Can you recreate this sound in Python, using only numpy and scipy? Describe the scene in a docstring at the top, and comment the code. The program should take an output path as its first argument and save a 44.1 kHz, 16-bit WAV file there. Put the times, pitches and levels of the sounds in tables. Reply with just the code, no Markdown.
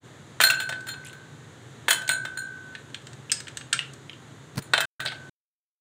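"""Kitchen counter, small hard room, one mono microphone close to two stemmed glasses that stand touching.
A low wavering rumble with faint hiss fades in. Ice cubes then drop, first into the right glass, later into the left:
contacts are noise bursts, and damped sines ring the glass while both bowls hum and beat. Ice slides as ticks,
cubes sing brief notes, and between drops the ice cracks and shifts in noise snaps. Late on, low sine thumps bump
the microphone before the last drop; the sound cuts out briefly and, after a short return, to the end."""
import sys
import numpy as np
from scipy import signal
from scipy.fft import rfft, irfft
from scipy.io import wavfile
from scipy.ndimage import uniform_filter1d, map_coordinates

SR = 44100
rng = np.random.default_rng(int(sys.argv[2]) if len(sys.argv) > 2 else 0)


def int16_out(signal):
    """Quantize to a 16-bit WAV file."""
    q = np.round(np.clip(np.atleast_2d(signal).T, -1, 1) * 32767)
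    wavfile.write(sys.argv[1], SR, q.astype(np.int16))


N = 256044


def amp(db):
    """Decibels to gain."""
    return np.exp(np.asarray(db) * (np.log(10) / 20))


def unit(x):
    """x at rms 1."""
    return x / np.sqrt(np.mean(x ** 2) + 1e-20)


def along(points, hz):
    """(frequency [Hz], value) points read on a log frequency axis."""
    point_hz, values = np.transpose(points)
    return np.interp(np.log(hz + 1), np.log(point_hz + 1), values)


def wobble(rate):
    """A smooth random curve, rate knots a second."""
    knots = rng.standard_normal(int(N * rate / SR) + 4)
    return map_coordinates(knots, [np.arange(N) * rate / SR], order=2)


def noise(spectrum, size):
    """Noise of rms 1, coloured by a spectrum."""
    white = rfft(rng.standard_normal(size))
    hz = np.fft.rfftfreq(size, 1 / SR)
    return unit(irfft(white * amp(along(spectrum, hz)), size))


def add(track, s, sound):
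    """Mix a sound into the track at time s [s]."""
    part = track[round(s * SR):][:len(sound)]
    part += sound[:len(part)]


def ring(modes, scatter_db, split_hz=20):
    """Damped modes, each struck at a new strength; a slight asymmetry gives each a weaker twin that beats with it."""
    t, out = np.arange(SR // 5, dtype=np.float32) / SR, 0
    for hz, db, t60 in modes:
        twin_hz = hz + split_hz * rng.uniform(-1.5, 2)
        twin_gain = np.copysign(.5, rng.normal())
        pair = np.sin(2 * np.pi * hz * t) + twin_gain * np.sin(2 * np.pi * twin_hz * t)
        sign = np.sign(rng.normal())
        out = out + sign * amp(db + scatter_db * rng.standard_normal() - 60 * t / t60) * pair
    return out


# edges [Hz] of the bass, body, treble and air bands of a contact
BAND_EDGES = [300, 1200, 4500, 10000, 16000]
BAND_FILTERS = [signal.butter(3, pair, 'band', fs=SR, output='sos') for pair in zip(BAND_EDGES, BAND_EDGES[1:])]
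# what hardness does to a contact: gain [dB per dB of hardness] of bass, body, treble and air
HARDNESS_SHARE = (-.2, -0.34, 0.66, 1)


def snap(colour, band_db, hardness_db, t60):
    """A burst of dense, short-lived vibration in four bands; a harder contact has less low and more high sound."""
    t = np.arange(SR // 4) / SR
    decay = amp(-60 * t / max(t60, .002))
    attack = 1 - np.exp(-t / 0.00056)
    burst = noise(colour, size=len(t)) * decay * attack
    out = 0
    for sos, db, share in zip(BAND_FILTERS, band_db, HARDNESS_SHARE):
        out = out + amp(db + share * hardness_db) * unit(signal.sosfilt(sos, burst))
    return out


# spectrum of the room's background: (frequency [Hz], density [dB per Hz])
BACKGROUND_COLOUR = [(15, -73.5), (25, -36.5), (58, -26), (84, -10.5), (137, 1.5), (185, -14.5),
                     (217, -10.5), (373, -12.5), (695, -21), (1790, -21), (2550, -30), (3720, -25.5),
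                     (5280, -39.5), (6740, -28), (16000, -58.5)]


def background():
    """Low wavering rumble of the kitchen with a faint hiss, made of coloured noise."""
    return amp(-46.5 + 0.38 * wobble(5.4)) * noise(BACKGROUND_COLOUR, size=N)


# a cube strikes the wall of a bowl:
# (time [s], knock level [dB], hardness [dB], bowl hum level [dB], bowl overtone level [dB])
CLINKS = [(0.4112, -30, 3.5, -30, -26), (.437, -31.5, 0.5, -20.5, -15), (0.5008, -33.5, 1.5, -27.5, -40),
          (0.5369, -52, -9, -53, -36.5), (0.6004, -41.5, -1, -51, -37), (.868, -51.5, 0, -36.5, -41.5),
          (0.8856, -48, -3, -71, -36.5), (1.129, -60.5, -2, -48.5, -57), (1.8849, -46.5, 12.5, -30.5, -30),
          (1.906, -29, 4.5, -37, -28), (2.0912, -35.5, -2.5, -25.5, -26), (2.3733, -55.5, -3, -31, -38),
          (4.6212, -62, 1, -59.5, -50.5), (4.8044, -34, 0.5, -27.5, -43), (5.002, -43.5, -4, -36, -47.5)]


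def rebounds(count):
    """After a blow on the wall the cube touches it again at uneven gaps, weaker each time."""
    mean_gap_s, loss_per_touch_db = .012 * 1.25, 10.5
    rows = []
    for s, db, hardness_db, hum_db, overtones_db in CLINKS:
        gaps = np.cumsum(mean_gap_s / 1.25 * rng.uniform(.5, 2, count))
        for k, gap in enumerate(gaps, 1):
            loss_db = k * loss_per_touch_db
            rows.append((s + gap, db - loss_db, hardness_db, hum_db - loss_db, overtones_db - loss_db))
    return rows


# a cube lands on the bottom or on other ice: (time [s], knock level [dB], hardness [dB])
KNOCKS = [(.402, -30.5, -5), (.4232, -42, 9.5), (.4664, -41.5, 4.5), (.691, -41, 0.5), (.7241, -46.5, -6.5),
          (.9388, -57, -13), (1.882, -31, -5), (2.0187, -51.5, 2.5), (2.251, -45, -1.5), (4.7348, -28, -7),
          (4.7778, -33.5, -3.5), (5.0521, -47, 3), (5.0594, -41, -4), (5.119, -50, -8)]
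# spectrum of a contact's clack: (frequency [Hz], density [dB per Hz])
KNOCK_COLOUR = [(150, -50.5), (250, -26.5), (629, -0.5), (1120, -9.5), (1450, 6), (2320, -3), (2620, -7),
                (3710, -1), (4820, -14.5), (8400, -7.5), (9170, -18.5), (10400, -16), (11900, -37.5),
                (14900, -16), (16000, -30)]
# modes of stem, foot and tray: (frequency [Hz], level [dB], t60 [s])
BASE_MODES = [(665, -6.5, 0.11), (883, -3, 0.075), (1422, -10, 0.033), (1713, -4, 0.18), (2600, -6.5, 0.23),
              (3126, -3, .15), (3610, -4.5, .15), (3850, -15, 0.14)]


def knocks(chatter):
    """Every contact clacks and shakes stem, foot and tray; the bottom gives a fuller clack than the wall."""
    base_db = 2.5  # ring of stem, foot and tray, relative to the knock
    bottom_bands, bottom_t60_s = (-9, -2.5, -9.5, -21.5), .037  # bass, body, treble, air [dB]; decay
    wall_bands, wall_t60_s = (-19.5, -1.5, -9, -13.5), .048
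    contacts = [(KNOCKS, bottom_bands, bottom_t60_s), (CLINKS + chatter, wall_bands, wall_t60_s)]
    out = np.zeros(N)
    for rows, bands, t60 in contacts:
        for s, db, hardness_db, *_ in rows:
            add(out, s, amp(db) * snap(KNOCK_COLOUR, bands, hardness_db, t60))
            add(out, s, amp(db + base_db) * ring(BASE_MODES, scatter_db=3.2))
    return out


def bowl_blows():
    """Blows that reach a bowl: those on its wall, and those passed on by each landing."""
    hum_rel_db, overtones_rel_db = -14, -8  # left in the bowl by a landing, relative to its knock
    landings = []
    for s, db, hardness_db in KNOCKS:
        landings.append((s, db, hardness_db, db + hum_rel_db, db + hardness_db + overtones_rel_db))
    return CLINKS + landings


def hum_of_bowl(mode, blows):
    """The lowest mode stores the energy of every blow and lets it go slowly."""
    hz, db, t60 = mode
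    fed = np.zeros(N)
    for s, blow_db in blows:
        add(fed, s, [amp(db + blow_db) ** 2])
    energy = signal.lfilter([1], [1, -amp(-60 / (t60 * SR)) ** 2], fed)
    return np.sqrt(energy) * np.sin(2 * np.pi * hz * np.arange(N) / SR)


# modes of each bowl, lowest first; t60 of all but the lowest is before the stretch in clinks:
# (frequency [Hz], level [dB], t60 [s])
RIGHT_GLASS = [(1572, 0, .8), (4205, -2, .22), (7081, -1, .09), (7158, -12, .13), (8210, -18, .18),
               (8708, -7, .13), (9905, -19, .14), (10300, -14, .15), (13432, -10, .1), (13580, -11, .1),
               (14750, -21, .2), (15250, -22, .18)]
LEFT_GLASS = [(1513, 0, 1.15), (4072, -6, .2), (4208, -6, .18), (6947, -4, .15), (7080, -9, .16),
              (8205, -13, .15), (8473, -8, .14), (8572, -2, .12), (9857, -12, .13), (10110, -13, .15),
              (10236, -11, .17), (13440, -14, .09), (14315, -15, .11), (14831, -11, .13)]


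def bowl_hums():
    """The touching bowls share each blow; their lowest modes beat against each other."""
    blows = [(s, hum_db) for s, _, _, hum_db, _ in bowl_blows()]
    right = hum_of_bowl(RIGHT_GLASS[0], blows)
    left = hum_of_bowl(LEFT_GLASS[0], blows)
    return right * amp(-0.9 + 1.1 * wobble(11)) + left * amp(-1.84 + 3.6 * wobble(11))


def clinks(chatter):
    """Overtones of the struck bowl: hard contacts favour the high ones, and a fast level flutter roughens all."""
    left_from_s = 1.5  # the first cube goes into the right glass, later ones into the left
    tilt = 0.88  # dB per octave for each dB of hardness, pivoting at 7 kHz
    out = np.zeros(N)
    for s, _, hardness_db, _, db in bowl_blows() + chatter:
        glass = RIGHT_GLASS if s < left_from_s else LEFT_GLASS
        modes = []
        for hz, level_db, t60 in glass[1:]:
            tilt_db = tilt * hardness_db * np.log2(hz / 7000)
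            modes.append((hz, level_db + tilt_db, t60 / 0.89))  # a little longer than listed
        add(out, s, amp(db) * ring(modes, scatter_db=1.0, split_hz=13))
    return out * amp(5 * wobble(190))


# how long the kitchen answers: (frequency [Hz], t60 [s])
ROOM = [(200, 0.75), (2000, 0.3), (8000, 0.28), (15000, 0.11)]


def room(x, wet_db):
    """Diffuse answer of the kitchen: decaying noise, drawn anew for each quarter second of sound."""
    out, step = np.zeros(N), SR // 4
    for start in range(0, N, step):
        hz, t, z = signal.stft(rng.standard_normal(SR // 2), SR, nperseg=256)
        decay = amp(-60 * t / along(ROOM, hz)[:, None])
        build_up = 1 - np.exp(-t / 0.0015)
        tail = signal.istft(z * decay * build_up, SR, nperseg=256)[1]
        add(out, start / SR, signal.fftconvolve(x[start:start + step], tail / np.linalg.norm(tail)))
    return x + amp(wet_db) * out


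# cubes slide and chatter as they settle:
# (middle time [s], half length [s], typical tick level [dB], typical pitch [Hz])
SLIDES = [(0.425, 0.0071, -19.5, 3070), (1.067, 0.034, -43.5, 7700), (1.07, 0.036, -45, 2980),
          (3.74, .011, -32.5, 1850), (3.832, .025, -43.5, 2900), (5.071, 0.019, -30, 3500),
          (5.122, 0.039, -44, 3100)]


def slides():
    """Ice slipping on ice: a swell of tiny ticks, each ringing for a few cycles."""
    out, t = np.zeros(N), np.arange(SR // 100) / SR
    for s, half, db, hz in SLIDES:
        ticks = rng.standard_normal((int(half * 1200) + 3, 3))
        for when, pitch, size in ticks:
            cycles = hz * np.exp(.18 * pitch) * t
            envelope = np.minimum(cycles, 1) * np.exp(-cycles / 5)
            tick = amp(db + 5.2 * size) * np.sin(2 * np.pi * cycles) * envelope
            add(out, s + half * np.clip(when, -2, 2) / 2, tick)
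    return out


# a cube that bounces free or cracks rings at its own pitch:
# (time [s], frequency [Hz], level [dB], t60 [s])
CUBE_RINGS = [(0.5002, 2704, -11.5, 0.053), (1.9056, 3070, -21.5, 0.23), (1.9065, 3353, -18.5, 0.11),
              (3.317, 5050, -19.5, 0.095), (3.318, 8270, -16.5, 0.06), (3.727, 1642, -19, 0.043)]


def cube_rings():
    """Brief sine notes of the cubes themselves, swelling within about a millisecond."""
    out, t = np.zeros(N), np.arange(SR // 4) / SR
    for s, hz, db, t60 in CUBE_RINGS:
        envelope = amp(db - 60 * t / t60) * (1 - np.exp(-t / 0.0003))
        add(out, s, envelope * np.sin(2 * np.pi * hz * t))
    return out


# span of the faint ticking among the cracks: (from [s], to [s])
TICK_SPAN = (2.8, 3.7)


def faint_ticks(count):
    """Rows like those of the cracks, scattered at random while the ice warms."""
    rows = []
    for _ in range(count):
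        rows.append((rng.uniform(*TICK_SPAN), -68 + rng.normal(0, 2), -1.5 + rng.normal(0, 6)))
    return rows


# the ice cracks as it warms: (time [s], level [dB], hardness [dB])
CRACKS = [(.806, -65.5, 8.5), (2.0772, -49, 8), (2.7506, -53.5, -10.5), (2.944, -49, -4),
          (3.0687, -57.5, 3.5), (3.1305, -64, 7), (3.3167, -38, 12.5), (3.4025, -53, 5.5),
          (3.4694, -59, -10.5), (3.4806, -53.5, 0), (3.571, -48, 8), (3.6109, -63, -21.5), (3.7285, -33, 3),
          (3.9347, -68, 16)]
# spectrum of a crack: (frequency [Hz], density [dB per Hz])
CRACK_COLOUR = [(240, -54), (400, -32.5), (1070, -32), (1580, 10.5), (2020, -4), (2930, 3.5), (4580, -7),
                (5110, -12), (8370, -4.5), (9610, -29.5), (16000, -41)]


def cracks():
    """Dry snaps of warming ice, with faint ticks among them."""
    bands = (-33, 0.5, -3.5, -16.5)  # bass, body, treble, air [dB]
    out = np.zeros(N)
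    for s, db, hardness_db in CRACKS + faint_ticks(count=4):
        add(out, s, amp(db) * snap(CRACK_COLOUR, bands, hardness_db, t60=0.028))
    return out


# a cube shifts against another with a dull tick: (time [s], level [dB])
SHIFTS = [(3.297, -50.5), (3.3022, -51), (3.7908, -38), (3.8073, -53), (4.0958, -52.5), (4.131, -59)]
# spectrum of a shift: (frequency [Hz], density [dB per Hz])
SHIFT_COLOUR = [(500, -42), (1500, -12), (2200, -8.5), (2900, 5), (4200, -17.5), (6000, -14), (16000, -34)]


def shifts():
    """Ice tapping ice: short ticks with one broad resonance."""
    bands = (-25, 0.5, -17, -32.5)  # bass, body, treble, air [dB]
    out = np.zeros(N)
    for s, db in SHIFTS:
        add(out, s, amp(db) * snap(SHIFT_COLOUR, bands, hardness_db=0, t60=0.017))
    return out


# something nudges the microphone: (time [s], thump level [dB])
BUMPS = [(4.557, -31.5), (4.571, -24), (4.578, -16), (4.587, -20)]
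# spectrum of the rubbing click: (frequency [Hz], density [dB per Hz])
BUMP_COLOUR = [(300, -2), (700, -9.5), (2000, -15), (8000, -29), (16000, -26)]


def bumps():
    """Soft low pushes that die within a few cycles, each with a rubbing click."""
    thump_hz, click_rel_db = 161, -30  # click level is relative to the thump
    bands = [-3, -4, -4, -12.0]  # bass, body, treble, air [dB]
    out, t = np.zeros(N), np.arange(SR // 8) / SR
    for s, db in BUMPS:
        add(out, s, amp(db - 60 * t / 0.033) * np.sin(2 * np.pi * thump_hz * t))
        add(out, s, amp(db + click_rel_db) * snap(BUMP_COLOUR, bands, hardness_db=-0.5, t60=0.033))
    return out


def scene():
    """Everything reaches one microphone, heard alike on both channels; the room answers glass and ice."""
    chatter = rebounds(count=1)
    ice = knocks(chatter) + cube_rings() + slides() + cracks() + shifts()
    in_room = room(clinks(chatter), wet_db=-6.5) + room(ice, wet_db=-9)
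    mono = in_room + bowl_hums() + bumps() + background()
    return np.array([mono, mono])


# spans in which the sound is on: (from [s], to [s])
OPEN = [(0, 4.855), (4.996, 5.296)]


def record(dry):
    """The microphone sheds deep bass and rounds off peaks; gaps keep only a trace of hiss, and the top is cut."""
    t = np.arange(N) / SR
    thin = signal.sosfilt(signal.butter(2, 60, 'high', fs=SR, output='sos'), dry)
    rounded = thin / (1 + (thin / amp(-1)) ** 8) ** (1 / 8)  # peaks stay below -1 dB here
    is_open = sum(1. * ((t > a) & (t < b)) for a, b in OPEN)
    gate = uniform_filter1d(is_open, size=64)
    fade_in = np.minimum(t / 0.052, 1) ** 2
    gated = rounded * gate * fade_in + amp(-100) * rng.standard_normal(N)
    return signal.sosfilt(signal.ellip(10, .2, 80, 15700, fs=SR, output='sos'), gated)


dry = scene()
out = record(dry)
int16_out(out)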